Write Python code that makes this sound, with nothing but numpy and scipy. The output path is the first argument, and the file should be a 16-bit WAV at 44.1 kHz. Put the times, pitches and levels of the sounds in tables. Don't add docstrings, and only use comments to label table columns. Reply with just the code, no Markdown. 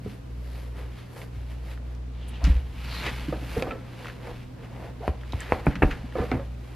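import sys
import numpy as np
from scipy import signal
from scipy.fft import rfft, irfft, next_fast_len
from scipy.io import wavfile
from scipy.ndimage import map_coordinates

SR = 44100
rng = np.random.default_rng(int(sys.argv[2]) if len(sys.argv) > 2 else 0)


def file_out(sig):
    cols = np.atleast_2d(sig).T
    lim = np.clip(cols, -1, 1)
    pcm = np.round(lim * 32767).astype(np.int16)
    wavfile.write(sys.argv[1], SR, pcm)


N = 297675

# f/Hz, level/dB
SOLE_SPECTRUM = [(30, -9), (180, 7.5), (350, 8.5), (540, 4.5), (800, 1), (1150, -3.5), (1500, -5),
                 (2100, -12), (2600, -14), (3200, -37), (5000, -55), (9000, -64), (12000, -52),
                 (16000, -61)]
# f/Hz, left-right likeness (1 = mono)
CLOSE_LIKENESS = [(60, .999), (250, .95), (700, 0.9), (2200, 1), (4200, 0.92), (8000, 0.24), (13000, 0.5)]


def amp(db):
    return 10 ** (np.asarray(db) / 20)


def unit(x):
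    return x / np.sqrt(np.mean(x ** 2) + 1e-20)


def along(points, hz):
    f, value = np.transpose(points)
    return np.interp(np.log(hz + 1), np.log(f + 1), value)


def wobble(rate):
    knots = rng.standard_normal(int(N * rate / SR) + 4)
    return map_coordinates(knots, [np.arange(N) * rate / SR], order=1)


def filtered(x, response):
    n = x.shape[-1]
    size = next_fast_len(n + 8192)
    spectrum = rfft(x, size) * response(np.fft.rfftfreq(size, 1 / SR))
    return irfft(spectrum, size)[..., :n]


def resonance(f, hz, width):
    return 1j * f * width / (hz * hz - f * f + 1j * f * width)


def impulse(gain, size=4096):
    cepstrum = irfft(np.log(gain(np.fft.rfftfreq(size, 1 / SR)) + 1e-6))
    folded = 2 * cepstrum[:size // 2] * (np.arange(size // 2) > 0)
    pulse = irfft(np.exp(rfft(folded, size)))
    return pulse / np.abs(pulse).max()


def noise(gain, size=N, alike=CLOSE_LIKENESS):
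    def mid_side_gain(f):
        turn = np.arccos(np.clip(along(alike, f), -1, 1)) / 2
        return gain(f) * np.array([np.cos(turn), np.sin(turn)])

    mid, side = filtered(rng.standard_normal((2, size)), mid_side_gain)
    return unit(np.array([mid + side, mid - side]))


def rush(spectrum, alike=CLOSE_LIKENESS):
    return noise(lambda f: amp(along(spectrum, f)), alike=alike)


def add(track, s, sound):
    part = track[..., round(s * SR):][..., :sound.shape[-1]]
    part += sound[..., :part.shape[-1]]


def appliance(mains_hz=60, hum_db=-35, air_db=-47):
    # multiple of the mains frequency, level/dB
    overtones = [(2, -44.5), (3, -58), (4, -62.5)]
    # middle t/s, half length/s, depth/dB
    hum_dips = [(0.0, 0.27, 13), (1.12, 0.18, 16), (4.33, 0.69, 14.5), (5.787, 0.51, 5.5), (6.8, 0.21, 9)]
    # f/Hz, level/dB
    air_spectrum = [(20, -35), (40, -3), (80, 0.5), (150, -8.5), (280, -4), (380, -10), (490, -11),
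                    (800, -17.5), (2000, -26.5), (5000, -34), (14000, -48.5)]
    # f/Hz, left-right likeness
    diffuse_likeness = [(60, .999), (110, 0.89), (170, 0.31), (300, 0.021), (1000, 0.022), (4000, 0.046),
                        (13000, 0.082)]

    t = np.arange(N) / SR
    phase = 2 * np.pi * mains_hz * t
    sink_db = sum(depth * np.exp(-((t - s) / half) ** 4) for s, half, depth in hum_dips)
    hum = amp(hum_db - sink_db) * np.cos(phase)
    for multiple, db in overtones:
        hum += amp(db + 0.6 * wobble(4.8)) * np.cos(multiple * phase)
    air = amp(air_db) * rush(air_spectrum, diffuse_likeness)
    return np.sqrt(2) * hum + air


def cloth(sock_db=-1, denim_db=0.5, fibre_db=0, catch_db=1.03, grain_db=2.0):
    # t/s at its fastest, denim level/dB, rise/s, fall/s, sock rubbing/dB re denim, fibre hiss/dB re denim
    strokes = [(.1, -53.5, 0.062, 0.074, -14, -8), (.59, -55.5, 0.21, 0.12, 5, -5),
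               (.785, -52.5, 0.037, 0.079, 9.5, -8), (1.0, -52, 0.096, 0.077, -20, -12),
               (1.192, -53, 0.068, 0.062, 9, -1), (1.36, -56.5, .04, 0.096, 0, -10),
               (1.52, -55.5, 0.067, 0.07, -1.5, -8.5), (1.71, -51, 0.079, 0.049, 2.5, -8.5),
               (1.93, -62, 0.14, 0.045, 7.5, -9), (2.35, -53, .16, 0.11, 0.5, -20),
               (2.48, -44.5, 0.059, 0.12, 1, -13.5), (2.97, -40, 0.16, 0.3, -11.5, -12.5),
               (3.075, -36, 0.059, 0.041, -0.5, -23), (3.169, -47, 0.068, 0.21, -6, -15),
               (3.59, -44, 0.19, 0.047, -1, -8.5), (3.66, -51, 0.071, 0.13, 10, -13.5),
               (4.06, -47.5, 0.17, 0.1, 2, -13), (4.28, -51, 0.093, 0.052, 9.5, -12),
               (4.37, -51.5, 0.089, 0.095, -4, -14), (4.65, -56.5, 0.077, 0.032, 8.5, -15),
               (4.84, -54, 0.16, 0.09, 10.5, -11.5), (5.06, -51, 0.059, 0.088, 4.5, -12),
               (5.42, -48, 0.17, 0.092, -2.5, -12.5), (5.53, -46, 0.064, 0.1, 8.5, -12),
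               (5.67, -48, 0.017, 0.09, 9.5, -11.5), (5.85, -48, 0.036, 0.25, 3, -15),
               (6.2, -50, .07, 0.23, -3, -10.5), (6.33, -55, 0.046, 0.072, 17, -20),
               (6.721, -57, 0.17, 0.12, 3, -9)]
    # f/Hz, level/dB
    sock_spectrum = [(120, -5), (250, -8.5), (480, 5), (650, -4.5), (850, -3.5), (1200, -10.5), (2000, -12),
                     (5000, -55)]
    denim_spectrum = [(400, -7), (900, -0.5), (1400, -1), (2300, 0.5), (2800, -0.5), (3400, -4.5),
                      (4300, -7.5), (5200, -13), (7000, -20), (10000, -29.5), (16000, -45)]
    fibre_spectrum = [(2500, -25), (4500, -2.5), (6000, -9), (9000, -8.5), (11500, -3), (12500, -4.5),
                      (14000, -16), (16000, -25)]
    stroke_shape = 1.35

    t = np.arange(N) / SR
    fidget = amp(-69 + 1 * wobble(6))
    fidget_sock_db, fidget_fibre_db = 2, -22
    power = np.outer(amp([fidget_sock_db, 0, fidget_fibre_db]), fidget) ** 2
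    for s, db, rise, fall, rub_db, hiss_db in strokes:
        distance = np.abs((t - s) / np.where(t < s, rise, fall))
        speed = np.exp(-distance ** stroke_shape)
        power += np.outer(amp([db + rub_db, db, db + hiss_db]), speed) ** 2
    sock_level, denim_level, fibre_level = np.sqrt(power)

    rubbing = amp(sock_db) * sock_level * rush(sock_spectrum)
    rubbing += amp(denim_db) * denim_level * rush(denim_spectrum)
    rubbing += amp(fibre_db) * fibre_level * rush(fibre_spectrum)
    catching = unit(amp(catch_db * wobble(60) + grain_db * wobble(700)))
    return catching * rubbing


def floor(rumble_db=0, right_db=1.5):
    # t/s, level/dB, f/Hz of the bend at that spot, swell time/s, fixed modes' level/dB re the bend
    thud_events = [(.06, -29.5, 99, 0.011, -9), (1.352, -32, 97, 0.027, -22),
                   (2.428, -12.5, 57.3, 0.024, -20), (2.463, -21.5, 165, .016, -5),
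                   (2.488, -8.5, 61, 0.019, -24), (2.537, -17.5, 61, .03, -34),
                   (3.28, -28, 141.4, 0.012, -2.5), (3.567, -23, 94, 0.012, -6.5),
                   (5.079, -19, 71.4, 0.02, -18.5), (5.336, -20.5, 86.5, 0.014, -20.5),
                   (5.524, -19, 75.5, 0.0092, -26), (5.668, -13, 150, 0.0058, -6),
                   (5.675, -15, 66, .011, -21), (5.757, -27, 176, .013, -9), (5.821, -12.5, 78, 0.015, -4),
                   (5.833, -16, 37.7, 0.026, -19), (6.03, -31.5, 229, 0.014, -6),
                   (6.191, -20, 70, 0.015, -6.5), (6.327, -20.5, 121, 0.016, -3.5),
                   (6.361, -20, 89, 0.0088, -18)]
    # f/Hz, level/dB, swell time/s
    floor_modes = [(149.6, -5, .022), (205.4, -7, 0.019), (281.3, -2, .012)]
    # t/s, rumble level/dB
    shifting = [(0.0, -45), (.3, -52.5), (1.1, -55), (2.05, -54), (2.75, -46.5), (3.05, -41), (3.35, -46),
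                (3.68, -39.5), (3.87, -50), (4.8, -46), (5.25, -55.5), (5.75, -44), (5.88, -33.5),
                (6.05, -53), (6.3, -42), (6.55, -53)]
    # f/Hz, level/dB
    rumble_spectrum = [(18, -22), (35, 11.5), (60, 5.5), (90, 4), (120, 8.5), (155, 4.5), (200, 4),
                       (280, 3), (450, -37.5)]

    out, t = np.zeros((2, N)), np.arange(SR // 3) / SR

    def bend(hz, swell):
        return (t / swell * np.exp(1 - t / swell)) ** 3 * np.sin(2 * np.pi * hz * t)

    modes = sum(amp(db) * bend(hz, swell) for hz, db, swell in floor_modes)
    modes = modes * amp([[-right_db], [right_db]])
    for s, db, hz, swell, modes_db in thud_events:
        add(out, s, amp(db) * (bend(hz, swell) + amp(modes_db) * modes))
    shift_db = np.interp(np.arange(N) / SR, *np.transpose(shifting))
    return out + amp(shift_db + rumble_db) * rush(rumble_spectrum)


def knocks(rattle_db=0, rattle_t60=0.24, rattle_tilt_db=-2.5, right_db=1):
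    # t/s, level/dB before the lean right, main ring f/Hz, its t60/s, rise time constant/s,
    # gain/dB of shell and rattle re main ring
    knock_events = [(.049, -31, 203, 0.17, 0.0033, -32), (0.061, -21, 430, 0.031, 0.0016, -30),
                    (3.283, -19.5, 295, 0.12, 0.0033, -26), (3.326, -18, 525, 0.037, 0.00032, -14.5),
                    (3.424, -28.5, 286, 0.085, 0.0022, -15.5), (3.566, -8, 457.4, 0.077, 0.009, -21.5),
                    (3.623, -21.5, 510, 0.076, 0.00065, -10.5), (3.667, -30, 504, 0.075, 0.0045, -1),
                    (3.708, -29.5, 1324, 0.12, 0.00076, -7.5), (3.725, -29.5, 524, 0.11, 0.0044, -10),
                    (4.28, -29.5, 484, 0.05, 0.0031, -12), (5.006, -31.5, 445, 0.095, 0.0018, -24),
                    (6.154, -18.5, 519, 0.068, 0.0012, -11.5), (6.182, -16.5, 444.5, 0.12, 0.0071, -11),
                    (6.22, -18.5, 475, 0.081, 0.0024, -13.5), (6.317, -17.5, 259.6, 0.15, 0.0012, -12),
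                    (6.344, -28.5, 330, 0.11, 0.0017, -13), (6.394, -30, 548, 0.15, 0.0014, -14)]
    # f/Hz, level/dB, t60/s
    shell_modes = [(450, 7, 0.12), (723, 2.5, 0.057), (744, 5.5, 0.063), (1250, 8.5, 0.03),
                   (1730, -2, 0.051), (2350, -4, 0.02)]

    out, t = np.zeros((2, N)), np.arange(SR // 3) / SR

    def ring(hz, t60):
        return np.sin(2 * np.pi * hz * t) * amp(-60 * t / t60)

    def padded(f):
        return amp(along(SOLE_SPECTRUM, f) + rattle_tilt_db * np.log2(1 + f / 1000))

    for s, db, main_hz, main_t60, rise, shell_db in knock_events:
        spots = rng.normal(0, [2.5, .025], (len(shell_modes), 2))
        shell = np.zeros(len(t))
        for (hz, level, t60), (lift, shift) in zip(shell_modes, spots):
            shell += amp(level + lift) * rng.choice([-1, 1]) * ring(hz * (1 + shift), t60)
        rattle = noise(padded, size=len(t)) * amp(rattle_db - 60 * t / rattle_t60)
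        body = ring(main_hz, main_t60) + amp(shell_db) * (shell / 2 + rattle)
        add(out, s, amp(db) * (1 - np.exp(-t / rise)) * body)
    return out * amp([[-right_db], [right_db]])


def scuffs(slip_db=-0.5, judder_db=0.7, grit_life_s=0.0014):
    # t/s, level/dB, starting centre f/Hz, starting width/Hz of each of two passes, rise/s, fall/s
    slides = [(.36, -63.5, 4830, 1820, 0.18, 0.066), (1.163, -48, 695, 1000, .001, 0.012),
              (1.216, -44, 1650, 1800, 0.0009, 0.017), (2.1, -53, 3570, 1400, 0.24, 0.12),
              (2.275, -48.5, 9900, 4000, 0.013, .012), (2.415, -39, 740, 450, 0.0021, 0.028),
              (2.442, -31, 1970, 2700, 0.0014, 0.027), (2.841, -42, 4550, 1090, 0.12, 0.087),
              (2.99, -34, 2250, 1110, 0.091, 0.016), (3.694, -49, 3000, 1800, 0.0018, 0.0065),
              (3.707, -37, 2380, 1000, .002, .011), (4.6, -48, 840, 450, .28, .03),
              (5.004, -36.5, 700, 346, 0.039, 0.028), (5.391, -42, 1870, 1400, .017, 0.15),
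              (5.705, -38, 1850, 1000, .005, 0.021), (5.7543, -35.5, 1800, 1300, .001, 0.015),
              (5.895, -34.5, 1800, 1190, 0.023, 0.022), (6.154, -41, 1300, 1410, 0.031, 0.065),
              (6.395, -45, 900, 870, .001, 0.022)]
    sag_per_s = 0.94
    grit_per_s, grit_db = 200, 5

    out, t = np.zeros((2, N)), np.arange(SR // 2) / SR
    travel = np.cumsum(np.exp(-sag_per_s * t)) / SR
    for s, db, hz, width, rise, fall in slides:
        stroke = np.minimum(t / rise, 1) * np.exp(-np.maximum(t - rise, 0) / fall)
        rub = noise(lambda f: resonance(f, hz, width) ** 2, size=len(t))
        slowing = np.array([np.interp(travel, t, side) for side in rub])
        add(out, s, amp(db) * stroke * slowing)

    caught = rng.random(N) < grit_per_s / SR
    grain = t / grit_life_s * np.exp(-t / grit_life_s)
    grit = signal.fftconvolve(caught, grain)[:N]
    slips = amp(slip_db * wobble(500) + judder_db * wobble(120))
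    return out * unit(slips * (1 + amp(grit_db) * grit))


def ticks(breadth=0.48):
    # t/s, peak level/dB, f/Hz
    clicks = [(1.2163, -33.5, 2070), (1.775, -37.5, 1460), (1.95, -46, 5000), (2.441, -25, 5300),
              (3.6195, -39, 9000), (3.6234, -24.5, 3830), (4.046, -33, 1710), (4.056, -29, 1190),
              (4.07, -29.5, 2520), (4.083, -30, 1300), (4.099, -29, 1650), (5.077, -40, 10700),
              (5.079, -32, 3080), (5.2118, -40, 2480), (5.2345, -35.5, 1460), (5.3226, -30, 3820),
              (5.405, -27, 7700), (5.6614, -36, 9400), (5.832, -40, 8400), (6.124, -35.5, 1180),
              (6.315, -29.5, 3720)]

    out, t = np.zeros((2, N)), np.arange(SR // 20) / SR
    fade = amp(-60 * t / .011)
    for s, db, hz in clicks:
        crack = noise(lambda f: resonance(f, hz, breadth * hz) ** 2, size=len(t)) * fade
        add(out, s, amp(db) * crack / np.abs(crack).max())
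    return out


def slaps(rebound=0.36, rebound_s=0.00066):
    # t/s, level/dB, tilt/dB per octave (250 to 4000 Hz), tread patter energy/dB re the push, patter t60/s
    landings = [(3.624, -16.5, 12, -6, 0.032), (5.079, -8.5, -1, -7, 0.042), (5.334, -22.5, -1, 1.5, 0.032),
                (5.5221, -3, 2.5, -6, 0.028), (5.6674, -12.5, 3, 6.5, 0.026),
                (5.821, -15.5, 3, 12.5, 0.018), (5.8236, -14, 7.5, 12, 0.05),
                (5.835, -5.5, -4.5, -14, 0.18), (6.316, -22, 7, 8.5, 0.061)]

    out, t = np.zeros((2, N)), np.arange(SR // 4) / SR
    for s, db, tilt_db, patter_db, t60 in landings:
        push = impulse(lambda f: amp(along(SOLE_SPECTRUM, f) + tilt_db * np.log2(np.clip(f, 250, 4000))))
        contacts = noise(np.ones_like, size=len(t)) * amp(-60 * t / t60)
        contacts *= amp(patter_db) / np.linalg.norm(contacts[0])
        contacts[:, 0] += 1
        contacts[:, round(rebound_s * SR)] -= rebound
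        add(out, s, amp(db) * signal.fftconvolve(contacts, push[None], axes=1))
    return out


def nearby(x):
    # delay/s, gain re direct sound
    near_echoes = [(.0031, 0.056), (.0058, 0.14), (0.0122, 0.14)]

    def ripple(f):
        return 1 + sum(gain * np.exp(-2j * np.pi * f * delay) for delay, gain in near_echoes)

    return filtered(x, ripple)


def room(x, delay=.006):
    # f/Hz, t60/s
    decay_times = [(100, 0.8), (300, 0.25), (1000, 0.38), (3000, 0.11), (12000, 0.096)]
    # f/Hz, left-right likeness
    echo_likeness = [(100, 1), (300, 0.78), (1000, 1), (4000, 1), (12000, .15)]

    burst = noise(np.ones_like, size=SR // 2, alike=echo_likeness)
    hz, t, bands = signal.stft(burst, SR, nperseg=256)
    fade = amp(-60 * t / along(decay_times, hz)[:, None])
    tail = signal.istft(bands * fade, SR, nperseg=256)[1]
    tail = np.pad(tail / np.linalg.norm(tail[0]), ((0, 0), (round(delay * SR), 0)))
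    return signal.fftconvolve(x, tail, axes=1)[:, :N]


def scene(room_db=-15, boom_db=-17):
    hum, rustle, thuds = appliance(), cloth(), floor()
    shoes = knocks() + scuffs() + ticks() + slaps()
    reverb = room(amp(room_db) * shoes + amp(boom_db) * thuds)
    return nearby(shoes + rustle) + thuds + reverb + hum


def record(dry):
    notch_hz, notch_width_hz, notch_depth = 12950, 500, .9
    top_hz = 15250
    coloured = filtered(dry, lambda f: 1 - notch_depth * resonance(f, notch_hz, notch_width_hz))
    return filtered(coloured, lambda f: 1 / (1 + (f / top_hz) ** 120))


dry = scene()
out = record(dry)
file_out(out)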